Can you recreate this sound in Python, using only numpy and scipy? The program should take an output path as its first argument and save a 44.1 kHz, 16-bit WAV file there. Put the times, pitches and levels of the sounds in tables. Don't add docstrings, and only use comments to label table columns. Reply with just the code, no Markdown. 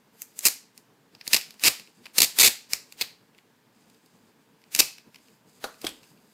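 import sys
import numpy as np
from scipy import signal
from scipy.fft import rfft, irfft, next_fast_len
from scipy.io import wavfile
from scipy.ndimage import uniform_filter1d, map_coordinates

SR = 44100
rng = np.random.default_rng(int(sys.argv[2]) if len(sys.argv) > 2 else 0)


def wrap_up_sound(samples):
    columns = np.atleast_2d(samples).T
    tamed = np.clip(columns, -1, 1)
    steps = np.round(tamed * 32767).astype(np.int16)
    wavfile.write(sys.argv[1], SR, steps)


def convert_level_to_amplitude(level_db):
    exponent = np.asarray(level_db, float) / 20
    return 10 ** exponent


N = 279153

# centre_hz, width_hz, level_db
FRAME_MODES = [(1130, 840, -12.5), (1930, 1000, -6), (2593, 530, 0.5)]
# centre_hz, width_hz, level_db
ROLL_MODES = [(3840, 420, -2.5), (4470, 400, 1.5), (4970, 480, 3), (5770, 600, -4.5)]
# centre_hz, width_hz, level_db
FILM_MODES = [(6180, 1100, 0), (7350, 1200, 3), (8410, 1800, -0.5), (11630, 1600, -2.5),
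              (13300, 2600, -5.5)]
# start_s, core_db, frame_over_roll_db, film_over_roll_db, roll_pitch_factor
PULL_COLOURS = [
    (.465, -40, -4.5, 5, 1.05),
    (1.345, -41, -5, -1, 0.97),
    (1.675, -36.5, -1, 1, 0.99),
    (2.21, -36, -6, 2, 0.93),
    (2.43, -38, -4.5, 2.5, .91),
    (2.74, -45.5, -4, -0.5, 1.06),
    (3.015, -40.5, -5, -4.5, .9),
    (4.8, -38, -4, 2.5, 0.99),
]


def tape():
    # centre_hz, width_hz, level_db
    core_modes = [(186.6, 88, -0.5), (390, 240, 3), (930, 43, -11.5)]
    roll, frame, film = slips()
    start_s, core_db, _, _, pitch = np.transpose(PULL_COLOURS)
    halfway_s = (start_s[1:] + start_s[:-1]) / 2
    pull = np.searchsorted(halfway_s, np.arange(N) / SR)

    crack = np.zeros(N)
    for k, factor in enumerate(pitch):
        tuned_roll = np.multiply(ROLL_MODES, [factor, factor, 1])
        crack += convert_level_to_amplitude(5) * filtered(roll * (pull == k), resonant(tuned_roll))
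    crack += convert_level_to_amplitude(5) * filtered(frame, resonant(FRAME_MODES))
    crack += convert_level_to_amplitude(8) * filtered(film, lambda hz: resonant(FILM_MODES)(hz) * (1j * hz / (5200 + 1j * hz)) ** 2)
    crack += convert_level_to_amplitude(core_db[pull] + 24.5) * filtered(roll + 0.3 * film, resonant(core_modes))
    air = filtered(roll, resonant([(70.5, 240, 0)]))
    return crack + convert_level_to_amplitude(-24.5) * air


def slips(gap_s=0.0022, scatter=0.28, size_db=1.0, t60_s=0.01, snap=4.13, rise_s=0.00032, count=28):
    start_s, length_s, first_db, last_db, frame_db, film_db = bursts().T[:, :, None]
    chance = rng.standard_normal((len(start_s), 5, count))
    gaps = gap_s * np.exp(scatter * chance[:, 0])
    late_s = np.cumsum(gaps, axis=1) - gaps[:, :1]
    inside = np.clip((length_s - late_s) / 0.002, 0, 1)
    level_db = first_db + (last_db - first_db) * np.minimum(late_s / length_s, 1)
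    where = np.round((start_s + late_s) * SR).astype(int).ravel()
    first_slip = convert_level_to_amplitude(1.5 * (late_s == 0))
    direction = np.sign(chance[:, 4])

    t = np.arange(SR // 20) / SR
    puff = convert_level_to_amplitude(-60 * t / t60_s) * (1 - np.exp(-t / rise_s))
    threads = rng.standard_normal((3, N))
    forces = []
    for k, part_db in enumerate([0, frame_db, film_db]):
        uneven_db = size_db * chance[:, k + 1] * (late_s > 0)
        size = convert_level_to_amplitude(level_db + part_db + uneven_db) * inside
        snaps = np.bincount(where + 8, (size * first_slip * direction).ravel(), N)
        puffs = signal.fftconvolve(np.bincount(where, size.ravel(), N), puff)[:N]
        forces.append(snap * snaps + threads[k] * puffs)
    return forces


def bursts():
    # start_s, length_s, level_db, change_to_end_db
    rips = [(0.4529, 0.002, -17.5, -0.5), (0.455, 0.014, -22.5, 0), (0.4679, 0.009, -22.5, -7.5),
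            (0.4788, 0.004, -33.5, 1), (0.4839, 0.002, -24, -1), (1.3318, 0.0056, -14.5, -5),
            (1.3437, 0.0103, -14.5, -13.5), (1.3631, 0.0037, -22.5, -3), (1.3697, 0.003, -23.5, 2),
            (1.637, 0.003, -18, -2), (1.6433, 0.002, -21, 0), (1.648, 0.039, -22.5, 3),
            (2.182, 0.009, -17.5, -0.4), (2.2033, 0.005, -16, -6), (2.218, 0.005, -14.5, -0.5),
            (2.2278, 0.0215, -20.5, -6), (2.3867, 0.0056, -18, -3), (2.3967, 0.0262, -17.5, -1),
            (2.429, 0.0101, -19.5, 0.5), (2.4419, 0.042, -19, -2), (2.7335, 0.0022, -18, 0),
            (3.011, 0.009, -24.5, -3.5), (3.0214, 0.0013, -22, 0), (4.7492, 0.0022, -21, 0),
            (4.7615, 0.0027, -30, 0), (4.7901, 0.0125, -19, 2.5), (4.803, 0.0027, -14, -8.5)]
    # start_s, level_db, frame_over_roll_db, film_over_roll_db
    ticks = [(0.219, -45, 1.5, 16.5), (0.226, -64.5, 3, 23), (0.3905, -40.5, 0, 15), (0.4077, -44.5, -3, 2),
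             (0.7772, -44.5, -11, 1), (1.15, -48, -5, -10), (1.2113, -43, 2.5, -19.5),
             (1.2682, -43.5, 4, -9), (1.2772, -23, -15.5, -2.5), (1.412, -40.5, 4, 2),
             (1.5068, -43, -6, -3), (1.541, -59.5, 8, 3), (1.5957, -46, 0, -4), (1.797, -44.5, -1, -1),
             (1.874, -55.5, 2.5, -12), (2.043, -59, -4.5, -14), (2.056, -44, 2, -18), (2.059, -48, 7.5, -3),
             (2.0657, -46.5, 6.5, -9), (2.744, -45, -20, 8), (2.9232, -44.5, -2, 1.5)]
    # start_s, level_db, frame_over_roll_db
    creaks = [(3.348, -64, 8.5), (3.381, -58, 0), (3.3861, -59, 10.5), (3.8988, -60.5, -5.5),
              (3.9456, -63, -2), (4.06, -62, -10), (4.6172, -65, 0), (4.6394, -59.5, 5), (4.685, -71, 7),
              (4.982, -49.5, 3), (5.145, -50.5, 3), (5.158, -51, 3), (5.185, -67, 4), (5.2839, -62.5, 7.5),
              (5.743, -60, 4), (5.8155, -44, -7), (5.822, -52, -2), (5.848, -36, -3), (5.868, -30, -1),
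              (5.8905, -45, -12), (6.031, -56.5, -1), (6.040, -59, 1), (6.175, -69, 6.5)]
    rows = []
    for s, length_s, db, change_db in rips:
        nearest = min(PULL_COLOURS, key=lambda pull: abs(pull[0] - s))
        rows.append((s, length_s, db, db + change_db, nearest[2], nearest[3]))
    for s, db, frame_db, film_db in ticks:
        rows.append((s, 0.0023, db, db, frame_db, film_db))
    for s, db, frame_db in creaks:
        film_db = -3 - 0.6 * frame_db
        rows.append((s, 0.00354, db, db - 6, frame_db, film_db))
    return np.array(rows)


def cutter():
    # start_s, level_db, pitch_hz, t60_s
    blade_tones = [
        (4.794, -36, 2587, 0.38),
        (4.796, -33, 2353, 0.15),
        (4.8, -29, 5000, 0.079),
        (5.868, -44, 3340, 0.18),
    ]
    out = np.zeros(N + SR)
    t = np.arange(SR // 2) / SR
    for s, db, hz, t60_s in blade_tones:
        out[round(s * SR):][:len(t)] += convert_level_to_amplitude(db - 60 * t / t60_s) * np.sin(2 * np.pi * hz * t)
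    return out[:N] * convert_level_to_amplitude(5.1 * wobble(110))


def set_down():
    # start_s, peak_db, chatter_t60_s, blow_over_chatter_db
    contacts = [
        (5.641, -14, 0.35, 13),
        (5.8436, -17.5, 0.52, 15),
        (5.8667, -13.5, 0.23, 8),
    ]
    # centre_hz, width_hz, level_db
    table_modes = [(457, 75, 1), (650, 34, 4), (800, 56, -2.5), (1160, 65, -0.5), (1450, 72, 4.5),
                   (2610, 550, -15), (4020, 580, -9), (6500, 1300, -15.5), (10600, 4400, -20.5)]
    # centre_hz, width_hz, level_db
    edge_modes = [(304, 75, 16), (1476, 480, -5), (2710, 760, -4), (3400, 300, -3), (6000, 5900, -20)]
    # centre_hz, width_hz, level_db
    blade_modes = [(1550, 570, -11), (2410, 250, 0), (3340, 190, 6), (4750, 310, -5), (7950, 450, -7),
                   (11000, 1100, -14)]
    out = np.zeros(N)
    t = np.arange(SR // 3) / SR
    for (s, db, chatter_t60_s, blow_db), modes in zip(contacts, [table_modes, edge_modes, blade_modes]):
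        rattle = convert_level_to_amplitude(-0.5 - 60 * t / 0.042) + convert_level_to_amplitude(-18.5 - 60 * t / chatter_t60_s)
        blow = convert_level_to_amplitude(blow_db) * convert_level_to_amplitude(-60 * t / 0.00025)
        force = np.zeros(N)
        force[round(s * SR):][:len(t)] = rattle * rng.standard_normal(len(t)) + blow
        out += convert_level_to_amplitude(db - 9) * filtered(force, lambda hz: resonant(modes)(hz) * 1j * hz / (160 + 1j * hz))
    return out


def rustle(fade_s=0.064):
    # start_s, end_s, level_db, film_over_body_db
    moves = [
        (0, 6.4, -79.5, -4),
        (0.149, .5, -67.5, 1),
        (1.301, 3.0, -67, -7),
        (3.75, 4.3, -71, -8),
        (4.601, 5.4, -75, -2.5),
        (5.15, 5.33, -66.5, -5),
        (5.5, 6.1, -64.5, -4.5),
        (6.1, 6.8, -70, -1),
    ]
    t = np.arange(N) / SR
    swell = np.array([np.clip(np.minimum(t - start, end - t) / fade_s + 1, 0, 1) for start, end, _, _ in moves])
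    _, _, db, film_db = np.transpose(moves)
    grain = unit(convert_level_to_amplitude(1.7 * wobble(27) + 2 * wobble(500)) * rng.standard_normal(N))
    body, film = np.sqrt(convert_level_to_amplitude([db, db + film_db - 3]) ** 2 @ swell ** 4)
    low = filtered(grain, resonant(FRAME_MODES + ROLL_MODES + FILM_MODES[:3]))
    high = filtered(grain, resonant(FILM_MODES[3:]))
    return body * low + film * high


def room(x, delay_s=0.00069):
    # pitch_hz, t60_s
    room_decay = [(150, 0.15), (600, 0.23), (2500, 0.35), (4800, 0.36), (7500, 0.3), (15000, .22)]
    # pitch_hz, level_db
    wall_colour = [(150, 4), (1000, 3.5), (2500, -2), (7000, -1), (15000, 0)]
    hz, t, power = blocks(x, size=256, blur=5)
    t = t[t < 0.6]
    decay = convert_level_to_amplitude(-60 * t / along(room_decay, hz)[:, None])
    tail = (decay * (1 - np.exp(-t / delay_s))) ** 2
    tail *= convert_level_to_amplitude(along(wall_colour, hz))[:, None] ** 2 / tail.sum(axis=1, keepdims=True)
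    answer = abs(signal.fftconvolve(power, tail, axes=1)[:, :power.shape[1]])
    return noise_with(answer, size=256, channels=1)[0]


def background():
    # pitch_hz, level_db_per_hz
    hum_tone = [(18, -61.5), (30, -31), (91, -26.5), (106, -13.5), (232, -6.5), (367, -15), (398, -15.5),
                (447, -9), (501, -18), (571, -19), (1500, -26), (1950, -54.5), (3300, -120)]
    # pitch_hz, level_db_per_hz
    hiss_tone = [(530, -36), (900, -3.5), (1320, -15), (1600, -6.5), (1920, -10), (4360, -16), (10000, -26),
                 (15200, -22.5)]
    hum = unit(filtered(rng.standard_normal(N), lambda hz: convert_level_to_amplitude(along(hum_tone, hz))))
    hiss = unit(filtered(rng.standard_normal(N), lambda hz: convert_level_to_amplitude(along(hiss_tone, hz))))
    hum_db = -63 + 2.4 * wobble(27) + 0.43 * wobble(0.58)
    return convert_level_to_amplitude(hum_db) * hum + convert_level_to_amplitude(-68) * hiss


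def unit(x):
    return x / np.sqrt(np.mean(x ** 2) + 1e-20)


def along(points, hz):
    f, v = np.transpose(points)
    return np.interp(np.log(hz + 1), np.log(f + 1), v)


def filtered(x, response):
    m = next_fast_len(N + SR // 8)
    return irfft(rfft(x, m) * response(np.fft.rfftfreq(m, 1 / SR)), m)[..., :N]


def resonant(modes):
    def response(f):
        total = 0
        for k, (centre, width, db) in enumerate(modes):
            damping = 1j * f * width
            total = total + (-1) ** k * convert_level_to_amplitude(db) * damping / (centre * centre - f * f + damping)
        return total / np.sqrt(np.mean(abs(total) ** 2))
    return response


def wobble(rate):
    knots = rng.standard_normal(int(N * rate / SR) + 4)
    return map_coordinates(knots, [np.arange(N) * rate / SR])


def blocks(x, size, blur):
    hz, t, z = signal.stft(x, SR, nperseg=size, noverlap=size * 3 // 4)
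    return hz, t, abs(uniform_filter1d(abs(z) ** 2, size=blur, axis=0)) + 1e-20


def noise_with(power, size, channels):
    real, imag = rng.standard_normal((2, channels) + power.shape)
    z = (real + 1j * imag) * np.sqrt(power)
    return signal.istft(z, nperseg=size, noverlap=size * 3 // 4)[1][:, :N]


def scene():
    near = tape() + set_down() + cutter()
    mono = near + convert_level_to_amplitude(-8.5) * room(near) + rustle() + background()
    return np.tile(mono, (2, 1))


def smear(x, shared_db=-17, rise_db=8, faint_db=-88, loud_db=-62, low_hz=1900):
    # pitch_hz, level_under_signal_db
    side_noise = [(60, -17), (300, -9.5), (1600, -11), (3000, -18.5), (5000, -13.5), (10000, -14),
                  (14000, -10)]
    hz, _, power = blocks(x, size=3072, blur=91)
    power = power ** 0.46 * power.mean(axis=0) ** 0.41 * (hz[:, None] > 250)
    shared = convert_level_to_amplitude(shared_db) * noise_with(power, size=3072, channels=1)

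    hz, _, power = blocks(x, size=1024, blur=21)
    level_db = 10 * np.log10(power.mean(axis=0))
    jump_db = level_db - np.roll(level_db, shift=8)
    attack = np.clip((jump_db - rise_db) / 4, 0, 1) * np.clip((level_db - faint_db) / 3, 0, 1)
    bass = np.clip((level_db - loud_db) / 6, 0, 1) * (hz[:, None] < low_hz)
    gain = np.maximum(attack, bass) * convert_level_to_amplitude(along(side_noise, hz))[:, None]
    return shared + noise_with(power * gain ** 2, size=1024, channels=2)


def roll_off(x):
    return signal.sosfilt(signal.butter(12, 16650, fs=SR, output="sos"), x)


def record(dry):
    x = dry / (1 + abs(dry / 1.2) ** 4) ** (1 / 4)
    x = x + smear(x[0])
    band_limit = [(15300, -1), (15800, -10), (16100, -32.5), (16700, -44), (17200, -90)]  # (Hz, dB)
    x = filtered(x, lambda hz: convert_level_to_amplitude(along(band_limit, hz)))
    return roll_off(x)


dry = scene()
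out = record(dry)
wrap_up_sound(out)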